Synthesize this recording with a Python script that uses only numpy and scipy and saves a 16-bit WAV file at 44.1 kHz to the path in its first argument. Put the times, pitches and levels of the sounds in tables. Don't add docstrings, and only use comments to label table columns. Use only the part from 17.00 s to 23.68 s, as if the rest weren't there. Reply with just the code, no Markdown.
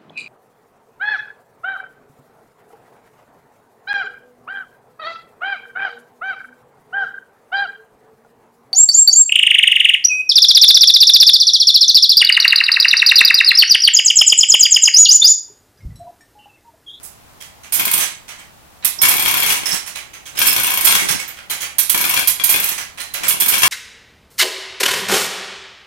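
import sys
import numpy as np
from scipy import signal
from scipy.fft import rfft, irfft
from scipy.io import wavfile
from scipy.ndimage import uniform_filter1d

SR = 44100
rng = np.random.default_rng(int(sys.argv[2]) if len(sys.argv) > 2 else 0)


def wrap_up_sound(samples):
    columns = np.atleast_2d(samples).T
    tamed = np.clip(columns, -1, 1)
    steps = np.round(tamed * 32767).astype(np.int16)
    wavfile.write(sys.argv[1], SR, steps)


N = 294588
TIME = np.arange(N) / SR


def undb(db):
    return 10 ** (np.asarray(db) / 20)


def unit(x):
    return x / np.sqrt(np.mean(x ** 2))


def unit_hit(x):
    return x / np.sqrt(np.sum(x ** 2) / 2)


def pan(db):
    return undb(np.array([[db], [-db]]) / 2)


def at_hz(points, hz):
    point_hz, value = np.transpose(points)
    return np.interp(np.log(hz + 1), np.log(point_hz), value)


def colour(x, points, power=1):
    n = x.shape[-1]
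    gain = undb(power * at_hz(points, np.fft.rfftfreq(n, 1 / SR)))
    return irfft(rfft(x) * gain, n)


def noise(n):
    return rng.standard_normal((2, n))


def add(out, start_s, sound):
    i = int(np.clip(start_s * SR, 0, N - 1))
    out[:, i:i + sound.shape[1]] += sound[:, :N - i]


def ring(x, response):
    return signal.fftconvolve(np.atleast_2d(x), response, axes=1)[:, :N]


def crack(spectrum, decay_s, rise_s=0, size=8192):
    t = np.arange(size) / SR
    envelope = np.exp(-t / decay_s) * -np.expm1(-t / (rise_s + 1 / SR))
    return unit_hit(colour(noise(size), spectrum) * envelope)


def steel(modes, detune, spread_db, size=8192):
    hz, width_hz, db = np.transpose(modes)[:, :, None]
    hz = hz * (1 + detune * rng.standard_normal(hz.shape))
    gain = np.sqrt(width_hz) * undb(db + spread_db * rng.standard_normal(hz.shape))
    phases = np.exp(2j * np.pi * rng.random((2, len(modes))))
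    poles = np.exp(np.pi * (2j * hz - width_hz) / SR)
    rings = np.cumprod(np.repeat(poles, size, axis=1), axis=1)
    return unit_hit(np.einsum('cm,mt->ct', phases * gain.T, rings).imag)


def collisions(rate_hz, spread_db):
    chance = rng.random(N)
    strength = undb(spread_db * np.clip(rng.standard_normal(N), -2, 2))
    return (chance < rate_hz / SR) * strength


def unevenness(db, hold_s, size):
    wander = uniform_filter1d(rng.standard_normal(size), size=int(hold_s * SR) + 1)
    return undb(db * unit(wander))


def stroke(start, end, db, attack_s, release_s, change_db=0):
    attack = np.clip(1 + (TIME - start) / attack_s, 0, 1)
    release = np.exp(-np.maximum(TIME - end, 0) / release_s)
    progress = np.clip((TIME - start) / (end - start), 0, 1)
    return attack * release * undb(db + change_db * progress)


# frequency in Hz, level in dB.
STILL = [(25, -10), (70, -1), (130, -5.5), (250, -9), (450, -12.5), (800, -8), (1500, -14.5), (5000, -21.5),
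         (15000, -24.5)]


def still_garage(level_db=-46.0):
    return undb(level_db) * unit(colour(noise(N), STILL))


# start in seconds, end in seconds, ratchet teeth passed, slowing 0-1,
# clatter in dB, clatter change by the end in dB, tick in dB, gears in dB; levels are relative.
TUGS = [(0.796, 0.978, 4, .1, -20, -6, 13, -33.5), (2.03, 2.524, 18, 0.08, -19, 0, 9.5, -36),
        (3.389, 3.952, 17, 0.02, -20.5, 1, 10.5, -38), (4.9453, 5.192, 7, .29, -18.5, -2.5, 10, -36.5),
        (5.491, 5.688, 6, .22, -23.5, -7, 10, -41), (6.234, 6.341, 2, 0, -26, -2, -18, -36.5),
        (6.42, 6.702, 8, 0.01, -20.5, 10.5, 9.5, -36)]
TUG_ATTACK_S, TUG_RELEASE_S = 0.022, 0.004


def hand_pull():
    return sum(stroke(start, end, db, TUG_ATTACK_S, TUG_RELEASE_S, change_db)
               for start, end, _, _, db, change_db, _, _ in TUGS)


def tooth_times(start, end, teeth, slowing, every=1):
    last = round(teeth) - 1
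    turned = np.arange(0, last + .5, every) / last
    return start + (end - start) * turned * (1 - slowing * (1 - turned))


def rubbed(response, rub_s=0.012):
    t = np.arange(response.shape[1]) / SR
    catches = rng.standard_normal(len(t)) * np.exp(-t / rub_s)
    return unit_hit(ring(catches, response)[:, :len(t)])


# start in seconds, relative level in dB, gain at 10 kHz in dB.
HISS_AND_CLINKS = [(0.0298, -19.5, 17.5), (0.403, -6.5, -1.5), (0.632, -7.5, -8), (1.28, -0.5, -9.5),
                   (1.3852, -8.5, -10), (1.8241, -2, -22), (2.8609, 0, -1.5), (2.9521, 3.5, -6.5),
                   (3.1328, -4.5, -9), (3.255, -4.5, -3), (3.35, -4, -7), (3.3705, 6.5, -5),
                   (4.1916, 3, -4), (4.2762, -2, -6.5), (4.3686, -3, -14.5), (4.5019, 7, -3),
                   (4.6044, 3.5, 2), (4.6251, 5, -37), (5.7775, 6, -5), (5.9736, 2, -10), (5.9962, 2, -3),
                   (6.139, 7, -6.5), (6.2344, 9, -6)]
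# start in seconds, end in seconds, jingle in dB,
# gears in dB; levels are relative.
SWINGS = [(0.997, 1.037, -18, -46), (2.456, 2.576, -23.5, -56), (2.629, 2.743, -19, -38),
          (3.945, 4.031, -20, -32.5), (4.083, 4.107, -14, -32.5), (5.206, 5.238, -25.5, -37),
          (5.624, 5.72, -23.5, -41)]
SWING_ATTACK_S, SWING_RELEASE_S = 0.0079, 0.017
# start in seconds, relative level in dB, ring in Hz.
PINGS = [(1.39, -21, 8160), (1.988, 2, 5345), (2.54, -10, 2160), (2.657, 5, 5350), (2.715, 5, 5360),
         (2.865, -14, 6200), (3.257, -13, 3280), (3.37, -3, 5280), (3.48, 6.5, 5280), (3.98, 4, 2135),
         (4.084, 3.5, 5390), (4.191, 1, 2185), (4.277, -6, 13900), (4.503, -8, 10650), (4.606, -7, 6260),
         (5.998, -5, 4070)]
# multiple of its ring, width in Hz, level in dB.
FREE_LINK = [(1, 40, 8), (1.018, 80, -6), (1.16, 40, -19)]
# frequency in Hz, width in Hz, level in dB.
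LINK = [(993, 87, -6), (1143, 37, -13.5), (2120, 15, -4), (2416, 100, -17), (3238, 78, 7.5),
        (3955, 84, 4.5), (5370, 72, -4.5), (6180, 38, 7), (7950, 18, 5), (9970, 61, -29), (9550, 70, 11),
        (10700, 45, -17)]
# frequency in Hz, level in dB.
SLACK = [(300, -8.5), (900, 1), (2400, 9.5), (4000, 1), (6200, 2), (10000, 1.5), (15500, -3)]


def slack_chain(pull, rate_hz=150, level_db=-3.0, ring_db=-4.5, pull_db=-10, clink_ring_db=-8, count=8):
    swing = sum(stroke(start, end, db, SWING_ATTACK_S, SWING_RELEASE_S) for start, end, db, _ in SWINGS)
    swing = swing + undb(pull_db) * pull
    out = 0
    for _ in range(count):
        touch = crack(SLACK, 0.011, 0.0012) + undb(ring_db) * steel(LINK, 0.023, 3.7)
        out = out + ring(unit(collisions(rate_hz / count, 0.4)) * swing, touch)
    out *= undb(level_db) / np.sqrt(2 * count)
    for s, db, treble_db in HISS_AND_CLINKS:
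        scrape = crack(SLACK, 0.023, 0.009)
        scrape = unit_hit(scrape * unevenness(3.5, .003, scrape.shape[1]))
        contact = scrape + undb(clink_ring_db) * rubbed(steel(LINK, 0.0135, 5.6))
        add(out, s, undb(db) * colour(contact, [(3000, 0), (10000, treble_db)]))
    for s, db, hz in PINGS:
        modes = [(hz * multiple, width_hz, mode_db) for multiple, width_hz, mode_db in FREE_LINK]
        add(out, s, undb(db) * rubbed(steel(modes, 0.0075, 3.1)))
    # (Hz, dB)
    loop_pan = [(1000, -6.0), (3000, -3.0), (6000, -14), (11000, -14.5)]
    return colour(out, loop_pan, np.array([[.5], [-.5]]))


# frequency in Hz, t60 in seconds.
GARAGE = [(200, 0.28), (1300, 0.42), (3500, 0.39), (9000, 0.3), (15000, 0.18)]
TAIL_CYCLE_HZ = 1.3


def garage(dry, wet_db=-1, size=24000, count=4):
    t = np.arange(size) / SR
    edges_hz = [20, 500, 1200, 2500, 5000, 8000, 12000, 20000]
    hz = np.fft.rfftfreq(size, 1 / SR)
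    shares = np.array([np.cos(np.pi * (TAIL_CYCLE_HZ * TIME + k / count)) ** 3 for k in range(count)])
    wet = 0
    for share in shares / np.linalg.norm(shares, axis=0):
        spectrum, tail = rfft(noise(size)), 0
        for lo, hi in zip(edges_hz, edges_hz[1:]):
            band = irfft(spectrum * ((hz >= lo) & (hz < hi)), size)
            tail = tail + band * np.exp(-np.log(1000) * t / at_hz(GARAGE, (lo + hi) / 2))
        build_up = np.clip(t / 0.0096, 0, 1)
        wet = wet + ring(dry * share, unit_hit(tail * build_up))
    return dry + undb(wet_db) * wet


# frequency in Hz, level in dB.
PAWL = [(400, -33), (2000, -10.5), (4500, -9.5), (7500, -5.5), (10500, 0.5), (13200, 6), (15500, -9)]
CHATTER_RISE_S = .002


def chatter(length_s, size=8192):
    t = np.arange(size) / SR
    bounce = unevenness(0.83, 0.0014, size)
    seated = np.exp(-(t / length_s) ** 4)
    return unit_hit(colour(noise(size), PAWL) * bounce * seated * -np.expm1(-t / CHATTER_RISE_S))


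# start in seconds, relative level in dB, chatter in seconds.
SNAPS = [(0.7232, 14.5, 0.051), (0.9349, 14, 0.012), (1.8472, 16, 0.015), (2.0168, 17.5, 0.012),
         (2.0857, 16, 0.013), (3.467, 16, 0.016), (3.8494, 18.5, 0.014), (4.5, 4, 0.021),
         (4.7836, 17, 0.022), (4.8957, 16.5, 0.011), (5.2739, 18, 0.018), (5.4378, 16.5, 0.012),
         (5.4943, 16, 0.02), (6.138, 1, 0.009), (6.2811, 16, 0.023), (6.4007, 14, 0.021),
         (6.482, 14.5, .016)]
# frequency in Hz, level in dB.
TOOTH = [(1000, -30), (6000, -24), (10000, -12.5), (12800, -2), (15500, -12.5)]
TICK_DECAY_S, TICK_RISE_S, TICK_SCATTER_DB = .006, .0012, .8
# frequency in Hz, width in Hz, level in dB.
HOUSING = [(984, 88, -1), (1652, 48, -7.5), (2206, 9.7, 4.5), (2475, 55, 4), (2683, 100, 2), (3328, 70, 6),
           (4220, 47, 0), (5315, 39, 0), (5930, 130, 1), (7050, 180, 1), (8880, 20, 5.5), (10060, 180, 5),
           (11900, 100, -30), (12760, 390, 4.5)]


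def ratchet(tick_pan_db=-6, snap_pan_db=-13, snap_ring_db=-11):
    ticks, snaps = np.zeros((2, 2, N))
    for start, end, teeth, slowing, _, _, tick_db, _ in TUGS:
        for s in tooth_times(start, end, teeth, slowing):
            db = tick_db + TICK_SCATTER_DB * rng.standard_normal()
            add(ticks, s, undb(db) * crack(TOOTH, TICK_DECAY_S, TICK_RISE_S))
    for s, db, chatter_s in SNAPS:
        top_ring = steel(HOUSING[-4:], 0.018, 2.0)
        add(snaps, s, undb(db) * (chatter(chatter_s) + undb(snap_ring_db) * top_ring))
    return ticks * pan(tick_pan_db) + snaps * pan(snap_pan_db)


# frequency in Hz, level in dB.
CLATTER = [(200, -17), (500, -11), (900, -4.5), (1500, 3), (2500, 1.5), (4500, 1.5), (7500, -0.5),
           (12000, 2.5), (15500, -19)]
KNOCK_RISE_S = .0015


def knock(hz, answer_db=-2, thud_db=-14):
    answer = steel([(hz, 40, 0), (1.4 * hz, 70, -4)], 0.0022, 0.35)
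    housing = steel(HOUSING, 0.024, 3.7)
    blow = crack(CLATTER, 0.013, KNOCK_RISE_S) + undb(-1) * housing + undb(answer_db) * answer
    thud = crack(GEARS, 0.031, 0.0022)
    return colour(blow, [(3500, -1.5), (10000, -3.5)]) + undb(thud_db) * thud


def rattle(ring_db):
    return crack(CLATTER, 0.0062, 0.00088) + undb(ring_db) * steel(HOUSING, .022, 3.1)


# start in seconds, relative level in dB, answering ring in Hz.
KNOCKS = [(0.98, -1, 2510), (2.177, -7, 3340), (2.469, 1.5, 2160), (2.635, -5, 2190), (4.498, -2, 3070),
          (5.398, 3, 2394), (5.541, 10.5, 2487)]
# frequency in Hz, difference in dB.
WHEEL_PAN = [(500, 16), (2400, 7.5), (4400, 8), (8000, 0.5), (14000, -7)]
SNAP_KNOCK_DB, SNAP_KNOCK_HZ = -16.5, 3288
SHAKE_DB, SHAKE_SCATTER_DB = 19, -0.5
TEETH_PER_LINK, SEAT_DB, SEAT_HZ, SEAT_SCATTER_DB, SEAT_DETUNE = 2.75, 24.5, 2364, 2, 0.0346


def wheel(pull, rate_hz=120, ring_db=2, level_db=-5.0, count=10):
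    out = 0
    for _ in range(count):
        out = out + ring(unit(collisions(rate_hz / count, 9.3)) * pull, rattle(ring_db))
    out *= undb(level_db) / np.sqrt(2 * count)
    for s, db, hz in KNOCKS:
        add(out, s, undb(db) * knock(hz))
    for s, db, _ in SNAPS:
        add(out, s, undb(db + SNAP_KNOCK_DB) * knock(SNAP_KNOCK_HZ))
    for start, end, teeth, slowing, clatter_db, *_ in TUGS:
        for s in tooth_times(start, end, teeth, slowing):
            shake_db = clatter_db + SHAKE_DB + SHAKE_SCATTER_DB * rng.standard_normal()
            add(out, s, undb(shake_db) * rattle(ring_db))
        for s in tooth_times(start, end, teeth, slowing, every=TEETH_PER_LINK):
            strength, pitch = rng.standard_normal(2)
            seat_db = clatter_db + SEAT_DB + SEAT_SCATTER_DB * strength
            add(out, s, undb(seat_db) * knock(SEAT_HZ * (1 + SEAT_DETUNE * pitch)))
    return colour(out, WHEEL_PAN, np.array([[.5], [-.5]]))


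# frequency in Hz, level in dB.
GEARS = [(30, -5), (80, -6), (120, 0.5), (160, 1.5), (230, -1), (330, 0.5), (500, -5.5), (1000, 1.5),
         (3000, -17)]
# start in seconds, relative level in dB.
BUMPS = [(2.726, 2.5), (3.946, 3), (4.099, 1), (4.147, 2.5)]
GEAR_ATTACK_S, GEAR_RELEASE_S = 0.062, 0.078


def gears(rate_hz=110, level_db=6, count=4):
    strain = np.sqrt(sum(stroke(start, end, db, GEAR_ATTACK_S, GEAR_RELEASE_S) ** 2
                         for start, end, *_, db in TUGS + SWINGS))
    teeth = sum(ring(collisions(rate_hz / count, 3.9), crack([(30, 0), (3000, 0)], 0.0093))
                for _ in range(count))
    frame = undb(level_db) * strain * unit(colour(teeth, GEARS))
    bump_colour = [(60, -17), (160, 18), (300, 6), (500, -36), (2000, -50)]
    for s, db in BUMPS:
        add(frame, s, undb(db) * crack(bump_colour, 0.013, 0.0055))
    shared, own = frame
    return np.array([shared, undb(-7.5) * own - undb(-5.5) * shared])


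def scene():
    pull = hand_pull()
    hoist = slack_chain(pull) + ratchet() + wheel(pull)
    return still_garage() + garage(hoist) + gears()


TOP_HZ = 15900


def record(dry):
    low_pass = signal.ellip(10, .2, 70, TOP_HZ, fs=SR, output="sos")
    return signal.sosfilt(low_pass, np.clip(dry, -1, 1))


dry = scene()
out = record(dry)
wrap_up_sound(out)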